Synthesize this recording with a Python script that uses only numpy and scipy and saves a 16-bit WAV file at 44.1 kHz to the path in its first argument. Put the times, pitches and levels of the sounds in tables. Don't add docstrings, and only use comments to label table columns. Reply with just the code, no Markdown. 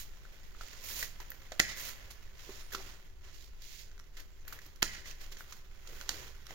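import sys
import numpy as np
from scipy import signal
from scipy.fft import rfft, irfft, next_fast_len
from scipy.io import wavfile

SR = 44100
rng = np.random.default_rng(int(sys.argv[2]) if len(sys.argv) > 2 else 0)


def store_wav(level_fs):
    pcm = np.round(np.clip(np.atleast_2d(level_fs), -1, 1) * 32767)
    wavfile.write(sys.argv[1], SR, pcm.T.astype(np.int16))


N = 288674
TIME = np.arange(N) / SR
PADDED = next_fast_len(N, True)
BIN_HZ = np.fft.rfftfreq(PADDED, 1 / SR)


def gain_of(db):
    return 10 ** (np.asarray(db) / 20)


def evened(x):
    return x / np.sqrt(np.mean(x ** 2) + 1e-20)


def read(points, hz):
    f, value = np.transpose(points)
    return np.interp(np.log(hz + 1), np.log(f + 1), value)


def add(mix, s, sound):
    part = mix[max(round(s * SR), 0):][:len(sound)]
    part += sound[:len(part)]


def colour(x, points, size=2048):
    log_gain = np.log(gain_of(read(points, abs(np.fft.fftfreq(size, 1 / SR)))))
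    taps = np.fft.ifft(np.exp(np.conj(signal.hilbert(log_gain)))).real
    return signal.oaconvolve(x, taps[:size // 2])


def noise(points):
    white = rfft(rng.standard_normal(PADDED))
    return irfft(white * gain_of(read(points, BIN_HZ)), PADDED)[:N]


def waver(rate_hz):
    white = rfft(rng.standard_normal(PADDED))
    return evened(irfft(white * np.exp(-BIN_HZ / rate_hz), PADDED)[:N])


def fracture(length, spread_db):
    count = max(int(length * SR), 8)
    push, size = rng.standard_normal((2, 4096))[:, :count]
    spectrum = rfft(push * gain_of(spread_db * size))
    flat = spectrum / (abs(spectrum) + 1e-9)
    return evened(irfft(flat, count))


def peak(hz, centre_hz, width_hz):
    return 1 / np.sqrt(1 + ((hz - centre_hz ** 2 / hz) / width_hz) ** 2)


def ringing(points, centre_hz, db, width_hz, size=160):
    hz = np.geomspace(20, SR / 2, size)
    gain = np.hypot(gain_of(read(points, hz)), gain_of(db) * peak(hz, centre_hz, width_hz))
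    return np.transpose([hz, 20 * np.log10(gain)])


def at_ports(x):
    # frequency in Hz, phase in radians.
    port_phase = [(50, 0), (1200, .25), (2100, -.8), (3100, -2.8), (3800, -5.2), (7300, -8.5), (8500, -14),
                  (16000, -23)]
    left = irfft(rfft(x, PADDED) * np.exp(1j * read(port_phase, BIN_HZ)), PADDED)[:N]
    return np.array([left, x])


def background(rumble_db=-50.5, air_db=-58, rumble_apart=0.49, air_apart=0.62):
    # frequency in Hz, relative level in dB.
    rumble_shape = [(10, -5), (18, 3), (30, -9.5), (60, -14), (110, -26), (200, -33.5), (400, -59.5),
                    (1500, -74)]
    # frequency in Hz, relative level in dB.
    air_shape = [(100, -7), (260, -7), (380, 6), (500, -5), (700, -6.5), (1100, -11.5), (2000, -48),
                 (5000, -38), (15000, -22.5)]
    rumble_sides = np.array([noise(rumble_shape), noise(rumble_shape)])
    air_sides = np.array([noise(air_shape), noise(air_shape)])
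    rumble = evened(noise(rumble_shape) + rumble_apart * rumble_sides)
    air = noise(air_shape) + air_apart * air_sides
    return gain_of(rumble_db) * rumble + gain_of(air_db) * air


def room(x, wet_db=-10, early_db=-11, early_decay=0.011):
    # frequency in Hz, time to fall by 60 dB in seconds.
    room_t60 = [(150, 0.62), (400, 0.34), (2000, 0.65), (6000, 0.33), (15000, 0.43)]
    # frequency in Hz, relative level in dB.
    room_colour = [(100, 15), (250, -12.5), (400, 11.5), (800, 2.5), (2000, -3.5), (6000, 5.5),
                   (15000, 1.5)]
    taps = rng.choice([-1., 1.], (2, SR)) * (rng.random((2, SR)) < 4000 / SR)
    t = np.arange(SR) / SR
    hz, frame_s, z = signal.stft(taps * (t > .006), SR, nperseg=256)
    fall_db = 60 * frame_s / read(room_t60, hz)[:, None]
    z = z * gain_of(read(room_colour, hz)[:, None] - fall_db)
    tail = signal.istft(z, SR, nperseg=256)[1][:, :SR]
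    early = taps[::-1] * np.exp(-t / early_decay) * (t > .001)
    echo = gain_of(wet_db) * evened(tail) + gain_of(early_db) * evened(early)
    return signal.fftconvolve(x[None], echo / np.sqrt(SR), axes=1)[:, :N]


def fidget():
    # time in seconds, level in dB.
    shifts = [(0, -59.5), (1.3, -58), (2, -55), (2.25, -60), (2.95, -57), (3.15, -66), (3.55, -63.5),
              (4.1, -64.5), (4.75, -62.5), (5.45, -57.5), (5.68, -63), (5.9, -56.5), (6.55, -60.5)]
    return gain_of(np.interp(TIME, *np.transpose(shifts)))


def strokes(size=32, rise_s=0.0092, fall_s=0.019, ease_share=0.1):
    # start in seconds, length in seconds, level in dB,
    # swell over the stroke in dB, body in dB and fizz in dB against the hiss.
    swishes = [(0, 0.032, -45, -7, -10, 8), (0.617, 0.25, -48.5, -3, -1.5, -2), (0.84, 0.19, -40, 8, -4, 8),
               (1.204, 0.015, -55.5, 0, 12.5, 8), (1.691, 0.029, -37.5, 0, -2.5, -6),
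               (1.773, 0.12, -40, 0.5, -2.5, 6), (2, 0.062, -62.5, -4, 12, -10),
               (2.395, 0.21, -49.5, 5.5, -1.5, -0.5), (2.729, 0.18, -49, -2.5, 3, 0),
               (3.246, 0.091, -56.5, -6, 3, -4), (3.342, 0.12, -53, -1.5, -14, -0.5),
               (3.636, 0.18, -47.5, 2, -18, 0), (4.175, 0.028, -49.5, -0.5, 3, 0),
               (4.476, 0.074, -55.5, 3.5, 10, 8), (4.622, .05, -56, -4, 2.5, 3),
               (4.937, 0.072, -45.5, -11.5, -1.5, -7), (5.066, 0.046, -44.5, 1.5, -1.5, -1),
               (5.213, 0.03, -47, -3, 0, 0), (5.322, 0.0072, -55, -7, 4, 10),
               (5.388, 0.037, -53.5, -3, 3.5, 9), (5.505, 0.073, -54.5, -6, -1, 4.5),
               (5.889, 0.13, -51.5, 8, 3, 4), (6.103, 0.18, -46.5, -6.5, 3, 0.5),
               (6.499, 0.023, -49.5, -1, 5.5, 2)]
    steepness = [[1], [1], [1.44]]
    t = TIME[::size]
    power = (fidget()[::size] * gain_of([[6], [0], [1.5]])) ** 2
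    for s, length, db, swell_db, body_db, fizz_db in swishes:
        age, ease = t - s, ease_share * length
        rise = np.minimum(age, 0) / (rise_s + ease)
        fall = np.maximum(age - length, 0) / (fall_s + ease)
        hold = gain_of(db + swell_db * (np.clip(age / length, 0, 1) - .5))
        bands = gain_of([[body_db], [0], [fizz_db]])
        power += (hold * bands * np.exp((rise - fall) * steepness)) ** 2
    return [np.interp(TIME, t, level) for level in np.sqrt(power)]


def clothing(body, hiss, fizz, grain_db=2.5, grain_hz=170, body_db=-1, hiss_db=-1.5, fizz_trim_db=-1.0):
    low = noise([(100, 2.5), (250, -7.0), (400, -3.0), (700, -3.5), (1000, -3.0),
                 (1600, -4.5), (2300, -6.5), (3200, -5.5), (6000, -33)])
    middle = noise([(500, -36), (1700, -11), (2700, -2.0), (7500, -2.0), (10000, -14.5), (13000, -27)])
    high = noise([(3000, -41.5), (7000, -8.5), (10000, -9), (15000, -5.5)])
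    swish = gain_of(body_db) * body * low
    swish += gain_of(hiss_db) * hiss * middle
    swish += gain_of(fizz_trim_db) * fizz * high
    return swish * gain_of(grain_db * waver(grain_hz))


def zips(waver_hz=70):
    # start in seconds, length in seconds,
    # first pitch in Hz, last pitch in Hz, level in dB.
    glides = [(2.516, 0.22, 10200, 9100, -61), (2.86, 0.18, 9100, 7600, -69), (4.3, .08, 7450, 7350, -69),
              (4.388, 0.057, 6600, 6000, -71)]
    out, unsteady = np.zeros(N), waver_hz * waver(400)
    for s, length, start_hz, end_hz, db in glides:
        hz = np.linspace(start_hz, end_hz, int(length * SR))
        turns = np.cumsum(hz + unsteady[:len(hz)]) / SR
        add(out, s, gain_of(db) * signal.windows.tukey(len(hz), .8) * np.sin(2 * np.pi * turns))
    return out


def rubs(stick_db=3, stick_hz=60):
    # start in seconds, length in seconds, level in dB.
    slides = [(0.817, 0.11, -77), (2.465, 0.027, -58), (2.703, 0.15, -63.5), (5.87, 0.103, -62),
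              (6.06, .27, -63.5), (6.486, .08, -60.5)]
    # frequency in Hz, relative level in dB.
    rub_colour = [(60, -10), (140, 4), (260, -9), (370, 4), (500, 2), (900, -19.5), (2500, -28)]
    pressure = np.zeros(N)
    for s, length, db in slides:
        add(pressure, s, gain_of(db) * signal.windows.tukey(int(length * SR), .5))
    return pressure * evened(noise(rub_colour)) * gain_of(stick_db * waver(stick_hz))


def creaks(per_second=16, over_fidget_db=16, spread_db=4, width_hz=260):
    out = np.zeros(N)
    for hz in (1130, 1400, 1890, 1990):
        size = gain_of(over_fidget_db + spread_db * np.minimum(rng.exponential(1, N), 2.5))
        pushes = size * (rng.random(N) < per_second / 4 / SR)
        shape = ringing([(100, -11), (3000, -16.0), (15000, -7)], hz, 7.9, width_hz)
        out += colour(pushes, shape)[:N]
    return out * fidget()


def clicks(rise_share=0.27, ring_q=4.24, ring_trim_db=-2, thud_under_ring_db=15):
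    # start in seconds, level in dB (rms of
    # the uncoloured burst over 10 ms), decay in seconds, ring in Hz, body in dB, fizz in dB.
    click_rows = [(0.252, -62.5, 0.0024, 1490, 22, -7), (0.548, -73, 0.00097, 1280, 31.5, -11),
                  (0.61, -49.5, 0.0032, 1325, 21, -6), (1.027, -35.5, 0.0052, 1990, 12.5, -2),
                  (1.2014, -46.5, 0.0034, 950, 16, -12), (1.304, -59, 0.00074, 332, 15, 23),
                  (1.318, -51.5, 0.0022, 1750, 16.5, 1), (1.519, -41.5, 0.0052, 670, 18.5, -9),
                  (2.103, -44, 0.015, 1090, -1, -0.5), (2.491, -54.5, 0.01, 390, 33.5, 2),
                  (2.721, -40.5, 0.013, 1700, 4, 2), (2.734, -46, 0.0076, 1500, 10, -6),
                  (2.748, -35, 0.0029, 1330, 13, -7), (2.803, -60, 0.0035, 800, 27, -8),
                  (3.619, -50, 0.0043, 1730, -8, -3), (3.914, -58, 0.0022, 1600, 5, -14),
                  (3.979, -59, 0.00085, 1500, 13, -11), (3.993, -55.5, 0.0012, 1300, 4, -4),
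                  (3.998, -51, 0.00062, 1290, 4, -12), (4.168, -47.5, .0067, 1950, -3, -7),
                  (4.198, -49.5, 0.0058, 1950, 0, 0), (4.478, -47, .0065, 1390, 8, 8.5),
                  (4.525, -45.5, 0.0051, 1350, 15, 5), (4.589, -53, .003, 1850, 13, -5),
                  (4.663, -58, .0026, 330, 16, 11), (4.759, -56, .003, 1430, -10, -1),
                  (5.057, -48, .005, 2020, 8, -12), (5.319, -44.5, 0.0098, 1500, -2, -11),
                  (5.368, -49, 0.0069, 1650, 7, -10), (5.407, -57.5, 0.0014, 1490, 25, 0),
                  (5.523, -43, 0.0049, 1190, 4, -15), (5.873, -46.5, 0.0042, 2080, -16, -8),
                  (6.012, -43.5, 0.0017, 1480, 13, -11), (6.091, -26.5, 0.0022, 930, 1, -9.5),
                  (6.467, -46.5, 0.0022, 1300, -2, -6), (6.507, -51, 0.0027, 790, 18, -9)]
    out, t = np.zeros(N), np.arange(SR // 20) / SR
    for s, db, decay, ring_hz, body_db, fizz_db in click_rows:
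        thud_db = body_db - thud_under_ring_db
        push = gain_of(db) * np.sqrt(SR / 100)
        burst = fracture(len(t) / SR, spread_db=7.5)
        age = t[:len(burst)] / max(decay, 1e-4)
        burst = burst * np.exp(-age) * (1 - np.exp(-age / rise_share))
        shape = [(120, thud_db - 6), (400, thud_db), (1200, thud_db / 2), (3000, 0), (7500, 0),
                 (10000, min(fizz_db, 0)), (12800, fizz_db)]
        add(out, s, push * colour(burst / np.linalg.norm(burst), shape))
        damping = np.pi * ring_hz / ring_q
        swing = np.exp(-damping * t) - np.exp(-2 * damping * t)
        ring = 2 * swing / swing.sum() * np.sin(2 * np.pi * ring_hz * t)
        add(out, s, push * gain_of(body_db + ring_trim_db) * ring)
    return out


def cuts(stem_width_hz=350, spring_width_hz=780, spring_t60=0.89, chatter_db=2.0, chatter_hz=90):
    # start in seconds, crunch length in seconds, crunch level in dB,
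    # clack length in seconds, clack level in dB, stem resonance in Hz, its level in dB,
    # spring pitch in Hz, its starting level in dB.
    cut_rows = [(1.5948, .0038, -24.5, .0034, -14, 2090, 7, 1990, -47),
                (4.8218, .0064, -26, 0.00097, -10.5, 1290, -1, 1900, -53)]
    # frequency in Hz, level in dB.
    crunch_colour = [(100, -29.5), (600, -3.5), (1900, 3), (3000, 8), (8000, -11.5), (15000, 0.5)]
    # frequency in Hz, level in dB.
    clack_colour = [(100, -2), (200, -1), (350, -0.5), (500, -6.5), (750, -3.5), (1200, -11.5), (2000, -3),
                    (2800, -4), (4800, 0), (8000, -0.5), (15000, -15)]
    out, t, hz = np.zeros(N), np.arange(SR) / SR, np.fft.rfftfreq(SR, 1 / SR) + 1
    chatter = chatter_db * waver(chatter_hz)
    for s, tear, crunch_db, shut, clack_db, stem_hz, stem_db, spring_hz, spring_db in cut_rows:
        add(out, s, gain_of(crunch_db) * colour(fracture(tear, spread_db=5.5), crunch_colour))
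        body = ringing(clack_colour, stem_hz, stem_db, stem_width_hz)
        add(out, s + tear, gain_of(clack_db) * colour(fracture(shut, spread_db=1.5), body))
        band = np.exp(-(2 * (hz - spring_hz) / spring_width_hz) ** 2)
        coils = evened(irfft(rfft(rng.standard_normal(SR)) * band, SR))
        level_db = spring_db - 60 * t / spring_t60 + np.interp(s + t, TIME, chatter)
        add(out, s + tear, coils * gain_of(level_db))
    return out


def scene(cloth_spread=0.84, cut_left_db=1.5, hand_room_db=-0.5):
    snips, levels = cuts(), strokes()
    hand = clicks() + creaks() + rubs() + zips()
    cloth = clothing(*levels)
    side = at_ports(clothing(*levels)) * [[1], [-1]]
    wide = (at_ports(cloth) + cloth_spread * side) / np.hypot(1, cloth_spread)
    near = at_ports(snips) * gain_of([[cut_left_db], [0]]) + at_ports(hand)
    echoes = room(snips + gain_of(hand_room_db) * hand + cloth)
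    return near + wide + echoes + background()


def record(dry, edge_hz=15900):
    # frequency in Hz, gain in dB.
    left_port = [(100, 1.5), (800, -1.5), (1400, 2), (1750, 7), (2250, 4.5), (2650, -3.5), (3400, -9),
                 (4200, -6.5), (5400, -14), (7500, -16.5), (8800, -7.5), (9700, -14.5), (10500, -5),
                 (15500, -3)]
    # frequency in Hz, gain in dB.
    right_port = [(100, 2.5), (1100, 0), (2000, 5), (3000, 4), (5000, 5.5), (7000, 5), (7900, -9.5),
                  (9500, -1.5), (10200, -6.5), (11500, -2.5), (15500, 1)]
    heard = np.array([colour(x, port)[:N] for x, port in zip(dry, (left_port, right_port))])
    low_pass = signal.firwin(511, edge_hz, window=("kaiser", 9), fs=SR)
    return signal.oaconvolve(heard, low_pass[None], "same")


dry = scene()
out = record(dry)
store_wav(out)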